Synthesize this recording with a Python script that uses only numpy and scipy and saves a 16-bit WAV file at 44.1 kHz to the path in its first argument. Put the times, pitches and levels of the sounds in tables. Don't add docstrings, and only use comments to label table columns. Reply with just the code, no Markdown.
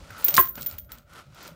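import sys
import numpy as np
from scipy import signal
from scipy.fft import rfft, irfft, next_fast_len
from scipy.io import wavfile
from scipy.ndimage import map_coordinates

SR = 44100
rng = np.random.default_rng(int(sys.argv[2]) if len(sys.argv) > 2 else 0)


def dump_mix(stems):
    frames = np.atleast_2d(stems).T
    limited = np.clip(frames, -1, 1)
    pcm = np.round(limited * 32767).astype(np.int16)
    wavfile.write(sys.argv[1], SR, pcm)


N = 68355


def amp(db):
    return 10 ** (np.asarray(db) / 20)


def unit(x):
    return x / np.sqrt(np.mean(x ** 2) + 1e-20)


def along(points, hz):
    knots_hz, values = np.transpose(points)
    return np.interp(np.log(hz + 1), np.log(knots_hz + 1), values)


def level(rows):
    time_s, level_db = np.transpose(rows)
    return amp(np.interp(np.arange(N) / SR, time_s, level_db))


def wobble(rate_hz):
    knots = rng.standard_normal(int(N * rate_hz / SR) + 4)
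    return map_coordinates(knots, [np.arange(N) * rate_hz / SR])


def filtered(x, response):
    size = next_fast_len(len(x) + 8192)
    return irfft(rfft(x, size) * response(np.fft.rfftfreq(size, 1 / SR)), size)[:len(x)]


def noise(spectrum, length=N):
    return unit(filtered(rng.standard_normal(length), lambda hz: amp(along(spectrum, hz))))


def grainy(spectrum, grain_db):
    grains = 1.6 * np.tanh((wobble(900) + .6 * wobble(160)) / 1.6)
    return unit(noise(spectrum) * amp(grain_db * grains))


def add(out, start_s, x):
    part = out[max(round(start_s * SR), 0):][:len(x)]
    part += x[:len(part)]


# frequency_hz, relative_db
ROOM_TONE = [(12, -38.5), (20, -2), (49, -1), (158, 3), (377, -28.5), (574, -16), (976, -26.5), (1400, -28),
             (1760, -28.5), (5850, -41.5), (11400, -50), (14700, -37.5), (16000, -34.5)]
def room_tone():
    return amp(-58.5) * noise(ROOM_TONE)


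# time_s, relative_db
SWISHES = [(0, -53.5), (.06, -51), (.11, -49), (.2, -45.5), (.29, -39.5), (.33, -40), (.45, -44),
           (.54, -72), (.585, -41.5), (.66, -69), (.72, -46.5), (.78, -56.5), (.82, -88), (.88, -93),
           (.905, -50), (.98, -54.5), (1.05, -74), (1.1, -55.5), (1.17, -44), (1.2, -46), (1.25, -62.5),
           (1.32, -61), (1.39, -46), (1.47, -47), (1.55, -60)]
# frequency_hz, relative_db
CLOTH_SPECTRUM = [(120, -49.5), (200, -21.5), (254, -1), (424, -4.5), (500, -1.5), (916, -3.5), (1420, 1.5),
                  (1650, -17), (1770, -3.5), (4120, -11), (11900, -20), (14600, -24), (16000, -33)]
# time_s, level_db
GLOVE_CREASES = [(0, -57.5), (.08, -58), (.21, -47), (.3, -45.5), (.5, -93), (.58, -52.5), (.75, -60.5),
                 (.87, -82.5), (.93, -61.5), (1.05, -82.5), (1.18, -58), (1.3, -70.5), (1.4, -50.5),
                 (1.47, -47), (1.55, -73)]
# frequency_hz, relative_db
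LEATHER_SPECTRUM = [(800, 14), (2200, 8.5), (4200, 9), (7000, 4.5), (11000, -14), (15500, -33)]
# time_s, level_db
HANDLING_SWELLS = [(0, -52.5), (.3, -56), (.5, -59.5), (.6, -48.5), (.76, -56.5), (.95, -57), (1.07, -62.5),
                   (1.26, -61.5), (1.4, -68), (1.52, -52.5)]
# frequency_hz, relative_db
HANDLING_SPECTRUM = [(20, -11), (48, -1.5), (90, -6), (165, -7), (260, -11), (450, -26.5), (580, -6.5),
                     (750, -37.5), (2000, -66)]
def hands():
    cloth = amp(-4) * level(SWISHES) * grainy(CLOTH_SPECTRUM, grain_db=3)
    leather = level(GLOVE_CREASES) * grainy(LEATHER_SPECTRUM, grain_db=3.6)
    rumble = level(HANDLING_SWELLS) * noise(HANDLING_SPECTRUM)
    return cloth + leather + rumble


# time_s, level_db
SLEEVE_STROKES = [(0, -73), (.1, -57.5), (.18, -43.5), (.3, -70), (.54, -62.5), (.597, -47), (.66, -65.5),
                  (.72, -55.5), (.87, -84), (.9, -52.5), (.98, -62), (1.05, -74), (1.17, -46), (1.28, -75),
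                  (1.39, -52.5), (1.55, -64.5)]
def sleeve_rub(pitch_hz=1393, width_hz=210):
    resonance = lambda hz: 1 / (1 + ((hz - pitch_hz) / width_hz) ** 2) ** 2
    return level(SLEEVE_STROKES) * unit(filtered(rng.standard_normal(N), resonance))


def bump(pitch_hz, level_db, rise_s, drift_rad=.84):
    t = np.arange(N) / SR
    swell = (t / rise_s * np.exp(1 - t / rise_s)) ** 2
    return amp(level_db) * swell * np.sin(2 * np.pi * pitch_hz * t + drift_rad * wobble(70))


# start_s, pitch_hz, level_db, rise_s
NUDGES = [(0.017, 75.5, -42.5, 0.015), (.095, 100, -44.5, 0.019), (0.227, 70, -49, 0.029),
          (0.282, 370, -37.5, 0.0044), (.315, 578, -41, 0.013), (0.319, 154, -40.5, 0.023),
          (0.439, 140, -47, 0.018), (.505, 52.6, -50, 0.016), (.56, 233.6, -49, 0.022),
          (0.601, 173.5, -43, 0.018), (.715, 79, -41.5, 0.024), (0.809, 61.7, -44.5, 0.029),
          (.9, 54.4, -48.5, 0.037), (0.959, 239, -55.5, 0.022), (1.244, 131, -50.5, 0.057),
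          (1.485, 599, -44.5, 0.0067), (1.497, 168, -47.5, 0.019)]
def nudges():
    out = np.zeros(N)
    for start_s, pitch_hz, level_db, rise_s in NUDGES:
        add(out, start_s, bump(pitch_hz, level_db, rise_s))
    return out


# frequency_hz, t60_s
WORKSHOP_DECAY = [(100, 0.64), (1000, 0.26), (5000, 0.23), (15000, 0.23)]
def workshop(x, wet_db=-11):
    hz, t, bands = signal.stft(rng.standard_normal(SR // 4), SR, nperseg=256)
    decay = amp(-60 * t / along(WORKSHOP_DECAY, hz)[:, None])
    tail = signal.istft(bands * decay, SR, nperseg=256)[1]
    tail = np.pad(tail, (SR // 400, 0)) / np.linalg.norm(tail)
    return x + amp(wet_db) * signal.fftconvolve(x, tail)[:len(x)]


# start_s, level_db, t60_s
BLOCK_TAPS = [(.104, -37.5, .035), (0.2856, -31.5, 0.018), (0.578, -33.5, 0.045), (.683, -49, 0.031),
              (.893, -51, 0.073), (1.1985, -41, 0.0069)]
# frequency_hz, relative_db
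TAP_SPECTRUM = [(300, 1), (900, -10.5), (1450, 6), (2400, -8.5), (4000, -15), (8000, -26), (16000, -31)]
def taps():
    out, t = np.zeros(N), np.arange(N) / SR
    for start_s, level_db, t60_s in BLOCK_TAPS:
        add(out, start_s, amp(level_db - 60 * t / t60_s) * noise(TAP_SPECTRUM))
    return workshop(out)


# start_s, click_db, ring_db
LINK_STRIKES = [(0.1061, -39.5, -55), (0.2442, -19.5, -10.5), (0.2485, -24.5, -15.5), (.283, -15, -13),
                (0.2843, -18.5, -35), (.2885, -17, -27), (0.308, -25, -48), (0.3415, -12, -23.5),
                (.3456, -22, -16), (0.3476, -30, -24), (0.3526, -14, -31), (0.3666, -9, -19),
                (0.3721, -7.5, -26), (0.3769, -27, -17), (0.3888, -36, -18), (0.3913, -27, -22.5),
                (0.3938, -35.5, -9.5), (.399, -30, -11.5), (0.4085, -46.5, -14.5), (.456, -31, -38),
                (0.4744, -35, -34), (0.486, -41, -25), (0.5546, -30.5, -35), (.591, -47, -43),
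                (0.6101, -31, -30.5), (0.621, -28, -37), (0.629, -26.5, -35), (.6617, -28, -20),
                (0.6696, -24.5, -39), (0.6997, -34, -65.5), (0.7123, -31.5, -50), (0.724, -39, -41),
                (.783, -33, -30.5), (0.7883, -34.5, -41), (.847, -50.5, -82.5), (0.9189, -28, -36.5),
                (0.9254, -45, -45), (.985, -40, -68), (1.135, -43, -75), (1.347, -45.5, -64),
                (1.4285, -40, -47.5), (1.47, -41, -56), (1.478, -32, -48.5)]
# pitch_hz, relative_db, t60_s
LINK_MODES = [(14197, 0, .11), (14278, -3, .09), (14420, -2, .055), (14480, -14, .24), (14640, -9, .04),
              (15010, -7, .045), (15100, -7, .06), (15177, -4, .07), (15285, -8, .055), (15412, -4, .09),
              (15620, -11, .04), (13700, -14, .02)]
# frequency_hz, relative_db
CLICK_SPECTRUM = [(300, -10), (1200, -3), (2500, -1), (4000, 5), (5800, 3.5), (8000, 2.5), (11000, -1),
                  (13200, 2), (14500, 6.5), (16000, -1)]
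def clinks(spread_hz=36, scatter_db=2, attack_s=.0005, click_t60_s=.012):
    out, t = np.zeros(N), np.arange(SR // 3) / SR
    pitch_hz, mode_db, t60_s = np.transpose(LINK_MODES)[:, :, None]
    for start_s, click_db, ring_db in LINK_STRIKES:
        detune, strength, phase = rng.standard_normal((3, len(LINK_MODES), 1))
        decay = amp(mode_db + scatter_db * strength - 60 * t / t60_s)
        modes = decay * np.sin(2 * np.pi * ((pitch_hz + spread_hz * detune) * t + phase))
        ring = modes.sum(0) * (1 - np.exp(-t / attack_s))
        ring /= ring[:SR // 100].std()
        click = noise(CLICK_SPECTRUM, len(t)) * amp(-60 * t / click_t60_s)
        add(out, start_s, workshop(amp(ring_db - 4.5) * ring + amp(click_db - 3.5) * click))
    return out


# time_s, level_db
SLIDE_SURGES = [(.18, -48), (.215, -47), (.24, -55), (.275, -38.5), (.30, -47), (.332, -56), (.362, -34.5),
                (.395, -26), (.42, -39.5), (.47, -53), (.53, -73), (.62, -52), (.65, -58), (.73, -60.5),
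                (.82, -83)]
# frequency_hz, relative_db
SCRAPE_SPECTRUM = [(500, -12), (2000, -1.5), (5000, -6), (9000, 3.5), (12500, -0.5), (13700, 6.5),
                   (14400, 12.5), (15400, 6), (16000, -10)]
def sliding():
    t = np.arange(N) / SR
    moving = (t > SLIDE_SURGES[0][0]) & (t < SLIDE_SURGES[-1][0])
    return moving * level(SLIDE_SURGES) * grainy(SCRAPE_SPECTRUM, grain_db=2.2)


# pitch_hz, level_db, rise_s, damped_t60_s
BLOCK_MODES = [(367.3, -23.5, 0.019, 0.081), (1058.8, -11, 0.00044, 0.015), (1124, -34, 0.0009, .06),
               (1054, -31.5, .002, 0.15), (1610, -29, 0.0013, 0.14), (1974, -32.5, 0.00057, 0.087)]
# frequency_hz, relative_db
KNOCK_SPECTRUM = [(60, -18.5), (170, -0.5), (300, -11), (550, 3), (800, -7), (1250, -0.5), (1950, -11),
                  (2500, -8.5), (3400, -13), (5000, -42.5)]
def landing(start_s=.37965, free_ring_s=.024, clack_hz=1520, clack_width_s=.00028, knock_t60_s=.061):
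    out, t = np.zeros(N), np.arange(N) / SR
    pitch_hz, level_db, rise_s, t60_s = np.transpose(BLOCK_MODES)[:, :, None]
    fade_db = 2 * np.minimum(t / free_ring_s, 1) + 60 * np.maximum(t - free_ring_s, 0) / t60_s
    envelope = amp(level_db - fade_db) * (1 - np.exp(-t / rise_s))
    ring = (envelope * np.sin(2 * np.pi * pitch_hz * t)).sum(0)
    lag = t - 2 * clack_width_s
    clack = -np.exp(-(lag / clack_width_s) ** 2 / 2) * np.sin(2 * np.pi * clack_hz * lag)
    knock = amp(-15.5 - 60 * t / knock_t60_s) * noise(KNOCK_SPECTRUM)
    impact = workshop(ring + clack + knock, wet_db=-15.5)
    thump = bump(pitch_hz=54, level_db=-37.5, rise_s=.026)
    add(out, start_s, impact + thump)
    return out


def scene():
    chain = clinks() + landing() + sliding()
    return (chain + hands() + sleeve_rub() + taps() + nudges() + room_tone())[None]


def record(dry):
    low_cut_hz, top_hz = 36, 15800
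    rounded = dry[0] / (1 + dry[0] ** 8) ** (1 / 8)
    low_cut = lambda hz: hz ** 4 / np.sqrt(hz ** 8 + low_cut_hz ** 8)
    high_cut = lambda hz: 1 / np.sqrt(1 + (hz / top_hz) ** 240)
    return filtered(rounded, lambda hz: low_cut(hz) * high_cut(hz))[None]


dry = scene()
out = record(dry)
dump_mix(out)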